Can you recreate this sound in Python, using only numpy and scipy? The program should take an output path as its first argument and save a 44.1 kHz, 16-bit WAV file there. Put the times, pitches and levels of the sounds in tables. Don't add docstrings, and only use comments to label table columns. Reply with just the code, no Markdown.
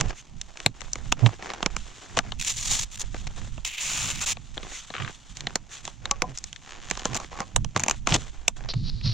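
import sys
import numpy as np
from scipy import signal
from scipy.fft import rfft, irfft, next_fast_len
from scipy.io import wavfile
from scipy.ndimage import map_coordinates

SR = 44100
rng = np.random.default_rng(int(sys.argv[2]) if len(sys.argv) > 2 else 0)


def pcm_store(signal):
    levels = np.round(np.clip(np.atleast_2d(signal), -1, 1) * 32767)
    wavfile.write(sys.argv[1], SR, levels.astype(np.int16).T)


N = 402633
LEAD_S = .003
PLASTIC_TOP_HZ = 6950

# pitch_hz, width_hz, level_db
SHELL_TONES = [(189, 70, 0), (380, 163, -4), (490, 105, -1.5), (721, 225, 0), (917, 185, 1.5),
               (1112, 260, 0), (1600, 540, -9)]
# pitch_hz, width_hz, level_db
HOLLOW_TONES = [(366, 35, -14), (550, 28, -5.5), (824, 45, 0.5), (1127, 29, 5.5), (1290, 50, -7)]


def amp(db):
    return np.exp(np.asarray(db) * (np.log(10) / 20))


def unit(x):
    return x / np.sqrt(np.mean(x ** 2) + 1e-20)


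def sized(x):
    return x / np.sqrt(np.sum(x ** 2) / (2 * SR / 1000))


def along(points, hz):
    point_hz, values = np.transpose(points)
    return np.interp(np.log(hz + 1), np.log(point_hz + 1), values)


def curves(rows):
    times, *columns = np.transpose(rows)
    return [np.interp(np.arange(N) / SR, times, column) for column in columns]


def wobble(rate, step=16):
    steps = np.arange(0, N + step, step)
    coarse = map_coordinates(rng.standard_normal(int(N * rate / SR) + 4), [steps * rate / SR])
    return np.interp(np.arange(N), steps, coarse)


def panned(left_db):
    return unit(amp([[left_db / 2], [-left_db / 2]]))


def add(track, start_s, sound):
    k = int(np.clip(round(start_s * SR), 0, N - 1))
    track[:, k:k + sound.shape[1]] += sound[:, :N - k]


def swells(rows, rise_s, fall_s, arch_db=0):
    gain = np.zeros((1, N))
    for start, length, db in rows:
        t = np.arange(int(length * SR)) / SR
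        edges = np.clip(np.minimum(t / rise_s, (length - t) / fall_s), 0, 1)
        arch = amp(db - arch_db * (2 * t / length - 1) ** 2)
        add(gain, start, (edges * arch)[None])
    return gain[0]


def filtered(x, response):
    size = 2 * next_fast_len(x.shape[-1] // 2 + 2048)
    return irfft(rfft(x, size) * response(np.fft.rfftfreq(size, 1 / SR)), size)[..., :x.shape[-1]]


def colour(points, hz):
    cepstrum = irfft(np.log(amp(along(points, hz))))
    half = len(cepstrum) // 2
    cepstrum[1:half] *= 2
    cepstrum[half + 1:] = 0
    return np.exp(rfft(cepstrum))


def resonances(tones, hz):
    return sum((-1) ** k * amp(db) * 1j * hz * width / (pitch ** 2 - hz ** 2 + 1j * hz * width)
               for k, (pitch, width, db) in enumerate(tones))


def ringing(x, tones, top_hz=PLASTIC_TOP_HZ, pitch_ratio=1, steepness=4):
    return filtered(x, lambda hz: resonances(tones, hz / pitch_ratio) / (1 + (hz / top_hz) ** steepness))


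def stereo(pair, spectrum):
    # pitch_hz, likeness (1 = the same)
    likeness = [(40, 0.21), (200, 0.59), (700, 0.46), (3000, 0.92), (5000, 0.91), (7000, 0.47),
                (15000, 0.13)]

    def response(hz):
        angle = np.arccos(along(likeness, hz)) / 2
        return colour(spectrum, hz) * [np.cos(angle), np.sin(angle)]
    mid, side = filtered(pair, response)
    return unit(np.array([mid + side, mid - side]))


def grains(per_s, spread_db, life_s, smooth):
    sizes = amp(spread_db * np.minimum(rng.exponential(size=N), 4))
    sizes *= rng.random(N) < per_s / SR
    power = signal.lfilter([1], [1, -np.exp(-1 / (life_s * SR))], sizes ** 2 / per_s)
    return np.sqrt(power / power.mean() + smooth ** 2) * rng.standard_normal((2, N))


def contact(chatter_s, rattle_db, rattle_s, width, blow_db=-3):
    t = np.arange(SR // 12) / SR - LEAD_S
    dying = amp(-60 * np.abs(t) / chatter_s) + amp(rattle_db - 60 * np.abs(t) / rattle_s)
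    rising = amp(-19.5 + 12 * t / LEAD_S)
    mid, side = rng.standard_normal((2, len(t))) * np.where(t < 0, rising, dying)
    mid += amp(blow_db) * np.linalg.norm(mid) * signal.unit_impulse(len(t), int(LEAD_S * SR))
    return np.array([mid + width * side, mid - width * side])


def buckles():
    # (pitch_hz, level_db)
    levers = [(0.6622, -4.5, -6.5, 3.5, [(2050, -3), (2650, -1.5), (3750, 1), (4200, 2.5), (7200, -5)]),
              (1.1233, -8, -4, -1.5, [(1400, -9), (2700, 3.5), (3550, -4.5), (5700, -1), (6700, -0.5)]),
              (5.5565, -11, -4.5, -2, [(1450, -3), (2300, 0), (4300, -4), (6100, 1.5), (6900, 0)]),
              (6.2205, -11.5, -3, -2.5, [(2200, 1.5), (3450, -1), (3900, -7.5), (5900, 2.5), (6750, -4)]),
              (7.562, -7.5, -6, -6.5, [(3000, -0.5), (4000, -1.5), (5700, -6), (6800, 2), (8000, 4)]),
              (8.481, -5.5, -10.5, -2.5, [(2500, -1), (3600, 0.5), (5600, -3), (6500, -1), (7450, 3)])]
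    # time_s, level_db, knock_db, left_db
    clicks = [(7.796, -18, -11, 2), (7.802, -20.5, -9, -4), (7.8363, -11.5, -10, -2.5), (7.8624, -27, 4, 2),
              (7.883, -10.5, -5, -1), (7.897, -13.5, -7, 1.5), (7.9109, -10.5, -13, 1.5)]
    # pitch_hz, level_db
    catch_tones = [(1120, -1.5), (2400, 2.5), (3000, -5.5), (6300, 4.5), (7100, 4.5)]
    # pitch_hz, level_db
    tick_spectrum = [(500, -29), (2000, -16), (7000, -10.5), (9500, -28), (12000, -30), (16000, -46)]
    out = np.zeros((2, N))
    for start, db, knock_db, left_db, tones in list(levers) + [(*row, catch_tones) for row in clicks]:
        def metal(hz):
            ring = resonances([(pitch, 380, level) for pitch, level in tones], hz)
            tick_and_ring = colour(tick_spectrum, hz) + ring / (1 + (hz / 9500) ** 8)
            width = np.clip((hz / 6500) ** 2, .25, 1.3)
            return np.array([tick_and_ring, tick_and_ring * width])
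        left, right = contact(chatter_s=.012, rattle_db=-23.5, rattle_s=.061, width=.98, blow_db=1)
        mid, side = filtered(np.array([left + right, left - right]), metal)
        click = sized(np.array([mid + side, mid - side]))
        knock = ringing(contact(chatter_s=.0046, rattle_db=-21, rattle_s=.056, width=.35), SHELL_TONES)
        add(out, start - LEAD_S, amp(db) * panned(left_db) * (click + amp(knock_db) * sized(knock)))
    return out


def snaps():
    # time_s, level_db, knock_db, ring_db, pitch_hz, left_db
    hits = [(0.0105, -17.5, -2, 2.5, 2460, -3.5), (0.414, -27, -25, 2, 3700, -1),
            (0.5723, -32, -18, -5, 2610, 0), (0.6021, -28, -7, -6, 3020, 0),
            (0.807, -32, -12, -2, 1990, 14), (0.8169, -30, -0.5, -6, 1580, 12),
            (0.933, -39.5, -19, 23, 5000.0, -1.5), (0.956, -28, 0, -4, 2090, -0.5),
            (1.1202, -27.5, 4, 0.5, 3320.0, 1), (1.262, -13, -2.5, -22, 2630, 1),
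            (1.4248, -28.5, -3, -12, 1900, 1), (1.502, -25.5, -1, -13, 1900, -2),
            (1.536, -30, 3, -5, 2940, 0), (1.6282, -17.5, 0.5, -9, 2900, 0),
            (1.6613, -14.5, 0, -2, 2450, -4), (1.7656, -23, 1, 0.5, 2380, -2.5),
            (2.1724, -17, 4, -9, 3340, 2.5), (2.1893, -12, -2.5, -3.5, 1430, 5),
            (2.3208, -22, -5.5, -14, 3170, 5.5), (3.1443, -32, 7, -10, 1500, 0),
            (3.274, -32.5, -10, -5, 1720.0, 3), (3.5787, -36, 4.5, -13, 2570, -8),
            (4.37, -32.5, 0.5, -18, 2600, 6), (4.578, -22.5, -5, -24, 3280, 5),
            (4.6306, -31.5, -1, -16, 2280, 4), (4.903, -30.5, 2, -16, 3520, 3.5),
            (5.37, -32, -29, 1, 3960, -1), (5.407, -27.5, -14, -3, 3570, -1),
            (5.4699, -16.5, -8, -13, 3530, -1.5), (5.853, -30, -22, 2.5, 3750.0, -4),
            (5.8775, -28.5, 1, -2, 3100, -4), (6.0555, -20, -6, -11, 3740, 0.5),
            (6.112, -17, -7, 5, 4640, 1), (6.375, -36, -8, 10.5, 4900, 1),
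            (6.386, -42, -22, 15, 4180.0, -1), (6.441, -31, -12.5, 5.5, 3900, 1),
            (6.529, -29, -17, -4.5, 3040, -1), (6.5615, -31, -31, -9, 3330, 6),
            (6.901, -30.5, -10, 4, 1810.0, 1), (6.9115, -17.5, -3.5, -0.5, 1580, -4.5),
            (6.9736, -31.5, 4.5, 2, 1510.0, -2.5), (6.995, -30, -6, -3, 2710.0, 3),
            (7.0547, -21.5, 7, 3.5, 3520, 1), (7.133, -30, -6, -6, 2230, -12),
            (7.1458, -26.5, -6, 4, 2930, 6), (7.1526, -40.5, 19, 18, 2450.0, -5),
            (7.201, -37.5, 9, 3.5, 2400, -1), (7.404, -27.5, 7, 1, 1720.0, 1),
            (7.6462, -27, -1.5, 0, 2970.0, -3), (7.7629, -16.5, 6, -3.5, 1480, -3),
            (8.072, -15, 2.5, -2.5, 2410.0, 0.5), (8.123, -14, -7.5, -19, 2900, 0),
            (8.141, -17.5, -11, -1, 2670, 1), (8.1437, -21, -13, 7.5, 2670.0, 4),
            (8.4791, -26, -7, -2, 2440, -5.5), (8.689, -33.5, 0, -12, 2920, -3),
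            (8.737, -32, 2, -13, 4500, 3), (8.7392, -30, -10, -10.5, 4460, 1),
            (9.012, -36.5, -12, -19, 2320, -3)]
    # pitch_hz, level_db
    crack_spectrum = [(500, -56.5), (1300, -0.5), (2000, 8), (4300, 8.5), (5600, -22.5), (9000, -39),
                      (16000, -81)]
    # pitch_hz, level_db
    ring_spectrum = [(3500, -22), (5300, -1.5), (6600, 2.5), (7600, -4), (8600, -19), (11000, -31.5),
                     (16000, -47)]
    out = np.zeros((2, N))
    for start, db, knock_db, ring_db, pitch, left_db in hits:
        def cracking(hz):
            peaks = resonances([(pitch, 600, 0)], hz) + resonances([(pitch / 2, 400, -7)], hz)
            return colour(crack_spectrum, hz) * (.47 + peaks)
        crack = filtered(contact(chatter_s=.013, rattle_db=-24, rattle_s=.031, width=.18), cracking)
        knock = ringing(contact(chatter_s=.0027, rattle_db=-14, rattle_s=.04, width=.32), SHELL_TONES)
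        ring_hit = contact(chatter_s=.009, rattle_db=-25, rattle_s=.048, width=.62)
        ring = filtered(ring_hit, lambda hz: colour(ring_spectrum, hz))
        snap = amp(.4) * sized(crack) + amp(ring_db + 2) * sized(ring)
        snap += amp(knock_db + .95) * sized(knock) * panned(-1.3)
        add(out, start - LEAD_S, amp(db) * panned(left_db) * snap)
    return out


def straps():
    # start_s, length_s, tear_db, rasp_db, body_db, hooks_per_s
    pulls = [(2.382, 0.07, -42, -5, -23, 670), (2.44, 0.089, -29.5, -11, -22, 3800),
             (2.518, 0.048, -40.5, -14, -28, 2500), (2.558, 0.091, -34.5, -13, -19, 4500),
             (2.64, 0.081, -31, -13.5, -14, 6000), (2.704, 0.065, -26, -17.5, -14, 6300),
             (2.756, 0.094, -31, -17.5, -13.5, 2800), (2.909, 0.053, -44, -11, -13, 900),
             (2.986, 0.049, -33.5, -26, -13, 2000), (3.646, 0.047, -33, -3.5, -15, 4000),
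             (3.68, 0.094, -45, 6, -31, 2500), (3.769, 0.041, -40.5, 7, -25, 6200),
             (3.797, 0.11, -32.5, -6, -12.5, 6900), (3.891, 0.24, -32.5, -6, -8, 6200),
             (4.118, 0.093, -41.5, -2, -8, 1500), (4.201, 0.054, -30.5, -7, -7, 3600),
             (4.256, 0.08, -27.5, -8.5, -12, 4500)]
    # time_s, tear_db, rasp_db
    tugs = [(2.398, -36.5, -4.5), (2.413, -32, -5), (2.424, -31, -9), (2.794, -30, -14.5),
            (2.957, -36.5, -11), (2.975, -37.5, -8), (3.65, -25, -1.5), (7.166, -28, -8),
            (7.173, -31.5, -11)]
    # pitch_hz, level_db
    hook_spectrum = [(250, -24.5), (700, -19), (1600, -10.5), (2500, -13), (3400, -2.5), (4800, -6.5),
                     (6000, -0.5), (7100, 4), (8300, -10), (9500, -12.5), (10800, -23.5), (12500, -23),
                     (16000, -32.5)]
    # pitch_hz, level_db
    rasp_spectrum = [(400, -33), (1000, -18), (1650, -15), (2100, -3), (2700, 3), (3400, -3.5), (4500, -13),
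                     (7000, -26)]
    # pitch_hz, level_db
    body_spectrum = [(200, -7.5), (500, -7.5), (1000, 3.5), (1500, 10), (2200, -18), (5000, -42.5)]
    pull_edges = dict(rise_s=.012, fall_s=.015)
    tear = swells([(s, length, db + 2) for s, length, db, *_ in pulls], **pull_edges)
    rasp = swells([(s, length, db + extra + 1) for s, length, db, extra, *_ in pulls], **pull_edges)
    body = swells([(s, length, db + extra) for s, length, db, _, extra, _ in pulls], **pull_edges)
    hooks_per_s = np.exp(curves([(s + length / 2, np.log(hooks)) for s, length, *_, hooks in pulls])[0])
    for start, tear_db, rasp_db in tugs:
        tug = swells([(start - LEAD_S / 2, .007, 0)], rise_s=.0007, fall_s=.0035)
        tear += amp(tear_db) * tug
        rasp += amp(tear_db + rasp_db) * tug
        hooks_per_s += 6000 * tug
    jerk_db = np.where(np.arange(N) / SR < 3.3, 1.6, 1.1)
    pops = amp(jerk_db * wobble(170)) * grains(hooks_per_s, spread_db=3, life_s=.0003, smooth=.28)
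    return (tear * stereo(pops, hook_spectrum) + rasp * stereo(pops, rasp_spectrum)
            + body * stereo(pops, body_spectrum))


def ratchet(teeth=8, start_s=4.939, gap_s=.0121, slowing=1.16):
    # pitch_hz, width_hz, level_db
    tooth_tones = [(1165, 106, 2.5), (1570, 440, -3), (2410, 710, -3.5), (3000, 560, -2.5), (3860, 730, -9)]
    out = np.zeros((2, N))
    for _ in range(teeth):
        for when, db in ((start_s, -24), (start_s + gap_s / 2, -35)):
            hit = contact(chatter_s=.003, rattle_db=-8, rattle_s=.05, width=.4)
            click = ringing(hit, tooth_tones, top_hz=5500)
            add(out, when - LEAD_S, amp(db) * panned(3.4) * sized(click))
        start_s += gap_s
        gap_s *= slowing
    return out


def cuff_creak():
    # time_s, tick_db, ring_db
    levels = [(6.62, -59, -63), (6.7, -44.5, -62), (6.78, -52.5, -75), (6.87, -46.5, -57),
              (7.05, -47, -50.5), (7.21, -56, -40), (7.28, -62, -76), (7.33, -51, -43.5), (7.42, -52, -43),
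              (7.46, -75, -63)]
    # pitch_hz, width_hz, level_db
    cuff_tones = [(1100, 450, -4.5), (1750, 340, -0.5), (2860, 1040, -4), (6750, 600, -4.5)]
    slips_per_s = 80 * amp(2.6 * wobble(30))
    slip_count = np.floor(np.cumsum(slips_per_s) / SR)
    slips = np.diff(slip_count, prepend=0) * amp(2.4 * rng.standard_normal(N))
    flexed = wobble(14) > 0
    ticks = ringing(slips, cuff_tones, top_hz=8000, steepness=10)
    high_ring = ringing(slips * ~flexed, HOLLOW_TONES)
    low_ring = ringing(slips * flexed, HOLLOW_TONES, pitch_ratio=1 / 1.09)
    tick_db, ring_db = curves(levels)
    t = np.arange(N) / SR
    gate = np.clip(np.minimum(t - levels[0][0], levels[-1][0] - t) / .003 + 1, 0, 1)
    return gate * (amp(tick_db) * unit(ticks) + amp(ring_db) * unit(high_ring + low_ring))


def boot_bumps():
    # time_s, level_db, pitch_ratio, top_hz
    bumps = [(2.172, -18, 0.92, 700), (6.112, -14, 1.0, 1800), (6.222, -19, 0.9, 500),
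             (6.24, -20, 0.9, 1100), (7.404, -21, 0.96, 1500), (7.421, -24, 0.96, 1500)]
    out = np.zeros((2, N))
    for start, db, pitch_ratio, top_hz in bumps:
        hit = contact(chatter_s=.004, rattle_db=-22, rattle_s=.06, width=.4)
        add(out, start - LEAD_S, amp(db) * sized(ringing(hit, HOLLOW_TONES, top_hz, pitch_ratio)))
    return out


def crust_crunches():
    # start_s, length_s, level_db
    crunches = [(0, 0.012, -26), (0.081, 0.037, -42.5), (1.258, 0.022, -31), (1.434, 0.041, -45),
                (1.504, 0.0085, -44.5), (1.538, 0.014, -45.5), (2.167, 0.021, -30.5), (3.267, 0.012, -38),
                (3.379, .02, -47.5), (7.152, 0.026, -29.5), (7.77, 0.0094, -26), (7.804, 0.015, -38.5),
                (8.085, 0.077, -28), (8.138, 0.032, -25.5)]
    # pitch_hz, level_db
    crust_spectrum = [(100, 3.5), (250, 10), (450, 0.5), (800, 7.5), (1600, -1.5), (3000, 1.5),
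                      (4700, -3.5), (6800, 1.5), (8000, -7.5), (9500, -21), (16000, -42)]
    t, gain = np.arange(N) / SR, np.zeros(N)
    for start, length, db in crunches:
        corners_s = [start - .002, start + .0034, start + length * .78, start + length * .93 + .002]
        gain += amp(db) * np.interp(t, corners_s, [.0046, .94, 1, .0012])
    return gain * stereo(grains(per_s=900, spread_db=4, life_s=.0006, smooth=.6), crust_spectrum)


def grinding_skis():
    # start_s, length_s, level_db
    shifts = [(0, 0.146, -42.5), (.49, 0.022, -44.5), (.55, 0.15, -52.5), (.735, 0.17, -53.5),
              (.93, 0.17, -54.5), (1.165, .2, -42.5), (1.39, .2, -40.5), (1.58, 0.2, -44),
              (1.85, 0.16, -55), (2.01, 0.22, -47), (2.23, 0.083, -45.5), (3.025, 0.028, -48),
              (3.14, 0.041, -42), (3.18, 0.175, -56.5), (3.36, 0.078, -47.5), (3.42, 0.079, -56),
              (4.56, 0.195, -49), (4.935, 0.186, -43.5), (5.36, 0.203, -51.5), (5.69, 0.14, -57),
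              (5.84, 0.088, -50.5), (6.015, 0.211, -49.5), (6.21, 0.13, -51), (6.665, 0.15, -51.5),
              (6.82, 0.26, -48.5), (7.1, 0.169, -44.5), (7.31, 0.14, -43), (7.46, 0.13, -57),
              (7.745, 0.218, -43), (8.06, 0.12, -42), (8.17, 0.14, -51), (8.33, 0.16, -56),
              (8.555, 0.16, -50.5)]
    # pitch_hz, width_hz, level_db
    ski_tones = [(750, 170, 9.5), (1000, 230, -0.5)]
    # pitch_hz, level_db
    snow_spectrum = [(120, -6), (350, 6.5), (700, -4.5), (1150, -3.5), (1700, 0), (2700, -4), (4000, -10.5),
                     (7000, -9), (10000, -42.5)]
    gain = amp(-70) + swells(shifts, rise_s=.0068, fall_s=.021)
    ice = grains(per_s=220, spread_db=4, life_s=.0008, smooth=.6) * amp(1.6 * wobble(30))
    ice_and_ski = filtered(ice, lambda hz: 1 + sum(resonances([tone], hz) for tone in ski_tones))
    return gain * stereo(ice_and_ski, snow_spectrum)


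def rustling_clothes():
    # start_s, length_s, level_db
    rubs = [(0, 0.097, -44), (.38, 0.046, -48), (.43, 0.11, -52), (.53, 0.19, -48), (.745, 0.43, -49),
            (1.19, 0.24, -45.5), (1.4, 0.2, -57), (1.61, 0.087, -45.5), (1.705, 0.063, -38.5),
            (1.76, 0.11, -40.5), (1.85, 0.41, -44.5), (2.23, 0.18, -52.5), (2.84, 0.19, -49),
            (3.02, 0.27, -45), (3.24, 0.27, -51), (3.36, 0.056, -41), (3.41, 0.12, -49.5),
            (3.52, 0.14, -49.5), (4.32, 0.075, -49), (4.38, 0.19, -51), (4.54, 0.35, -42),
            (4.87, 0.34, -42), (5.2, 0.17, -49), (5.35, 0.1, -39), (5.44, 0.14, -50.5), (5.69, 0.17, -43),
            (5.83, 0.082, -37), (5.89, 0.093, -51), (6.29, 0.05, -47), (6.34, 0.068, -38),
            (6.4, 0.14, -49.5), (6.53, 0.31, -54.5), (6.81, 0.49, -43), (7.305, 0.23, -49),
            (7.745, 0.27, -47.5), (8.06, 0.26, -40.5), (8.28, 0.28, -57), (8.56, 0.08, -43.5)]
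    # pitch_hz, level_db
    nylon_spectrum = [(300, -24), (1200, -0.5), (2300, -2), (3500, 3.5), (4800, -4.5), (6800, 3.5),
                      (7800, -2.5), (8800, -13), (11000, -27.5), (16000, -37)]
    gain = amp(-69) + swells(rubs, rise_s=.002, fall_s=.056, arch_db=4.5)
    cloth = stereo(grains(per_s=610, spread_db=1.5, life_s=.0017, smooth=.43), nylon_spectrum)
    return gain * cloth * amp(2.6 * wobble(35) - 5.5)


def sleeves():
    # start_s, fastest_s, end_s, level_db
    swishes = [(8.687, 8.688, 8.73, -28.5), (8.83, 8.934, 8.9, -34), (9.027, 9.057, 9.2, -32)]
    # pitch_hz, level_db
    swish_spectrum = [(500, -20.5), (900, -22.5), (2200, -22.5), (3400, -14), (4200, -3.5), (4900, -8.5),
                      (5600, -14), (8300, -51), (14000, -64.5)]
    t = np.arange(N) / SR
    threads = grains(per_s=1300, spread_db=3, life_s=.0013, smooth=.7)[0]
    cloth = unit(filtered(threads, lambda hz: colour(swish_spectrum, hz)))
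    brushing = sum(amp(db) * np.interp(t, corners_s, [0, 1, 0]) ** .79 for *corners_s, db in swishes)
    sliding = amp(-50.5) * (t > swishes[0][0])
    return np.hypot(brushing, sliding) * cloth


def glove_strokes(from_hz=990, to_hz=3300):
    # loudest_s, half_length_s, level_db
    strokes = [(0.184, 0.024, -46), (4.757, 0.039, -38), (5.733, 0.018, -41.5)]
    # pitch_hz, level_db
    glove_spectrum = [(600, -12.5), (1300, -4.5), (2200, -0.5), (3500, 0), (5000, -5), (6600, 7),
                      (8200, -7), (11000, -27), (16000, -30)]
    t, gain, glides = np.arange(N) / SR, np.zeros(N), []
    for peak, half, db in strokes:
        start = peak - 2 * half
        corners_s = [start, peak, peak + half * 1.3, peak + half * 1.4]
        gain += amp(db) * np.interp(t, corners_s, [0, .72, .42, .016])
        glides += [(start, from_hz), (peak + half * 1.2, to_hz)]
    pitch_hz, = curves(glides)
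    flutter = signal.lfilter(*signal.butter(2, 380, fs=SR), rng.standard_normal(N))
    weave = unit(flutter * np.sin(2 * np.pi * np.cumsum(pitch_hz) / SR))
    hiss = stereo(rng.standard_normal((2, N)), glove_spectrum)
    return gain * (amp(3) * hiss + amp(-6) * weave)


def mount_jolts():
    # start_s, length_s, level_db, left_db, top_hz
    jolts = [(0, 0.083, -30.5, -14, 900), (0.657, 0.061, -30.5, -7.5, 404),
             (1.226, 0.072, -22.5, -17, 1200), (4.998, 0.12, -37, -18, 249), (6.228, 0.13, -41.5, -6, 1000),
             (7.082, 0.084, -36.5, -13, 402), (7.569, 0.055, -33, -5, 300), (7.753, 0.12, -36, -2, 396),
             (8.115, 0.093, -28.5, -1, 1300), (8.75, 0.18, -31, 0, 232), (9.043, 0.06, -25.5, -6, 197)]
    # pitch_hz, width_hz, level_db
    mount_tones = [(115.7, 44, -1.5), (171, 53, -4.5), (247, 41, -11.5), (490, 470, -22)]
    out, t = np.zeros((2, N)), np.arange(SR // 3) / SR
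    for start, length, db, left_db, top_hz in jolts:
        edges = np.clip(t / .00083, 0, 1) * np.clip((length - t) / .1, 0, 1)
        boom = ringing(edges * rng.standard_normal(len(t)), mount_tones, top_hz)
        boom /= np.sqrt(np.sum(boom ** 2) / (length * SR))
        add(out, start, amp(db) * panned(left_db) * boom)
    return out


def mount_shudders():
    # start_s, length_s, level_db, pitch_hz, left_db
    shudders = [(1.22, 0.073, -14.5, 118.3, -20), (1.27, 0.056, -29, 111.5, -14),
                (8.744, 0.07, -30.5, 114.9, -2), (9.061, 0.086, -26.5, 114, 2)]
    out = np.zeros((2, N))
    for start, length, db, pitch_hz, left_db in shudders:
        wavering_hz = pitch_hz * (1 + .03 * wobble(30))
        swing = unit(np.sin(2 * np.pi * np.cumsum(wavering_hz) / SR))
        out += panned(left_db) * swing * swells([(start, length, db)], rise_s=.01, fall_s=.03)
    return out


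def wind():
    # start_s, length_s, buffet_db, rumble_db
    gusts = [(0, 0.17, -30.5, -35), (0.272, 0.27, -45, -49.5), (0.57, 0.59, -48, -55.5),
             (0.95, 0.46, -40.5, -42), (1.606, 0.34, -38, -51.5), (2.09, 0.45, -43, -44),
             (2.506, 0.45, -39, -47), (2.957, 0.77, -38, -44.5), (3.833, 0.63, -44, -43.5),
             (4.418, 0.37, -45, -53), (4.888, 0.26, -62, -47.5), (5.27, 0.43, -49.5, -52.5),
             (5.74, 0.44, -57, -60), (6.02, 0.37, -41.5, -49.5), (6.385, 0.19, -58, -51),
             (6.704, 1, -47.5, -52.5), (7.536, 0.2, -26, -35), (7.887, 0.48, -39, -45.5),
             (8.248, 0.37, -44.5, -70), (8.477, 0.88, -35.5, -42)]
    # pitch_hz, level_db
    buffet_spectrum = [(12, 1), (28, 2), (55, -2), (90, -21), (170, -24.5), (400, -79.5)]
    # pitch_hz, level_db
    rumble_spectrum = [(50, -4), (90, -1.5), (118, 2), (170, -6.5), (240, -11), (360, -26.5), (1000, -75)]
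    shape = dict(rise_s=.033, fall_s=.14, arch_db=9)
    push = amp(-55.5) + swells([(s, length, db) for s, length, db, _ in gusts], **shape)
    shake = amp(-60) + swells([(s, length, db) for s, length, _, db in gusts], **shape)
    buffet = push * amp(3.5 + .88 * wobble(3)) * stereo(rng.standard_normal((2, N)), buffet_spectrum)
    rumble = shake * amp(1.5 + 3.2 * wobble(22)) * stereo(rng.standard_normal((2, N)), rumble_spectrum)
    return (buffet + rumble) * panned(-9)


def scene():
    boots = buckles() + snaps() + straps() + ratchet() + cuff_creak() + boot_bumps()
    snow = crust_crunches() + grinding_skis()
    clothes = rustling_clothes() + sleeves() + glove_strokes()
    helmet = mount_jolts() + mount_shudders() + wind()
    return boots + snow + clothes + helmet


def gain_control(x, threshold_db, recover_db_per_s, react_s):
    over_db = np.maximum(20 * np.log10(np.abs(x).max(axis=0) + 1e-9) - threshold_db, 0)
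    recovery_db = recover_db_per_s * np.arange(N) / SR
    cut_db = np.maximum.accumulate(over_db + recovery_db) - recovery_db
    smoothing = np.exp(-1 / (react_s * SR))
    return x * amp(-signal.lfilter([1 - smoothing], [1, -smoothing], cut_db))


def record(dry):
    levelled = gain_control(dry, threshold_db=-5.5, recover_db_per_s=85.5, react_s=.04)
    return filtered(np.clip(levelled, -1, 1), lambda hz: 1 / (1 + (hz / 16200) ** 60))


dry = scene()
out = record(dry)
pcm_store(out)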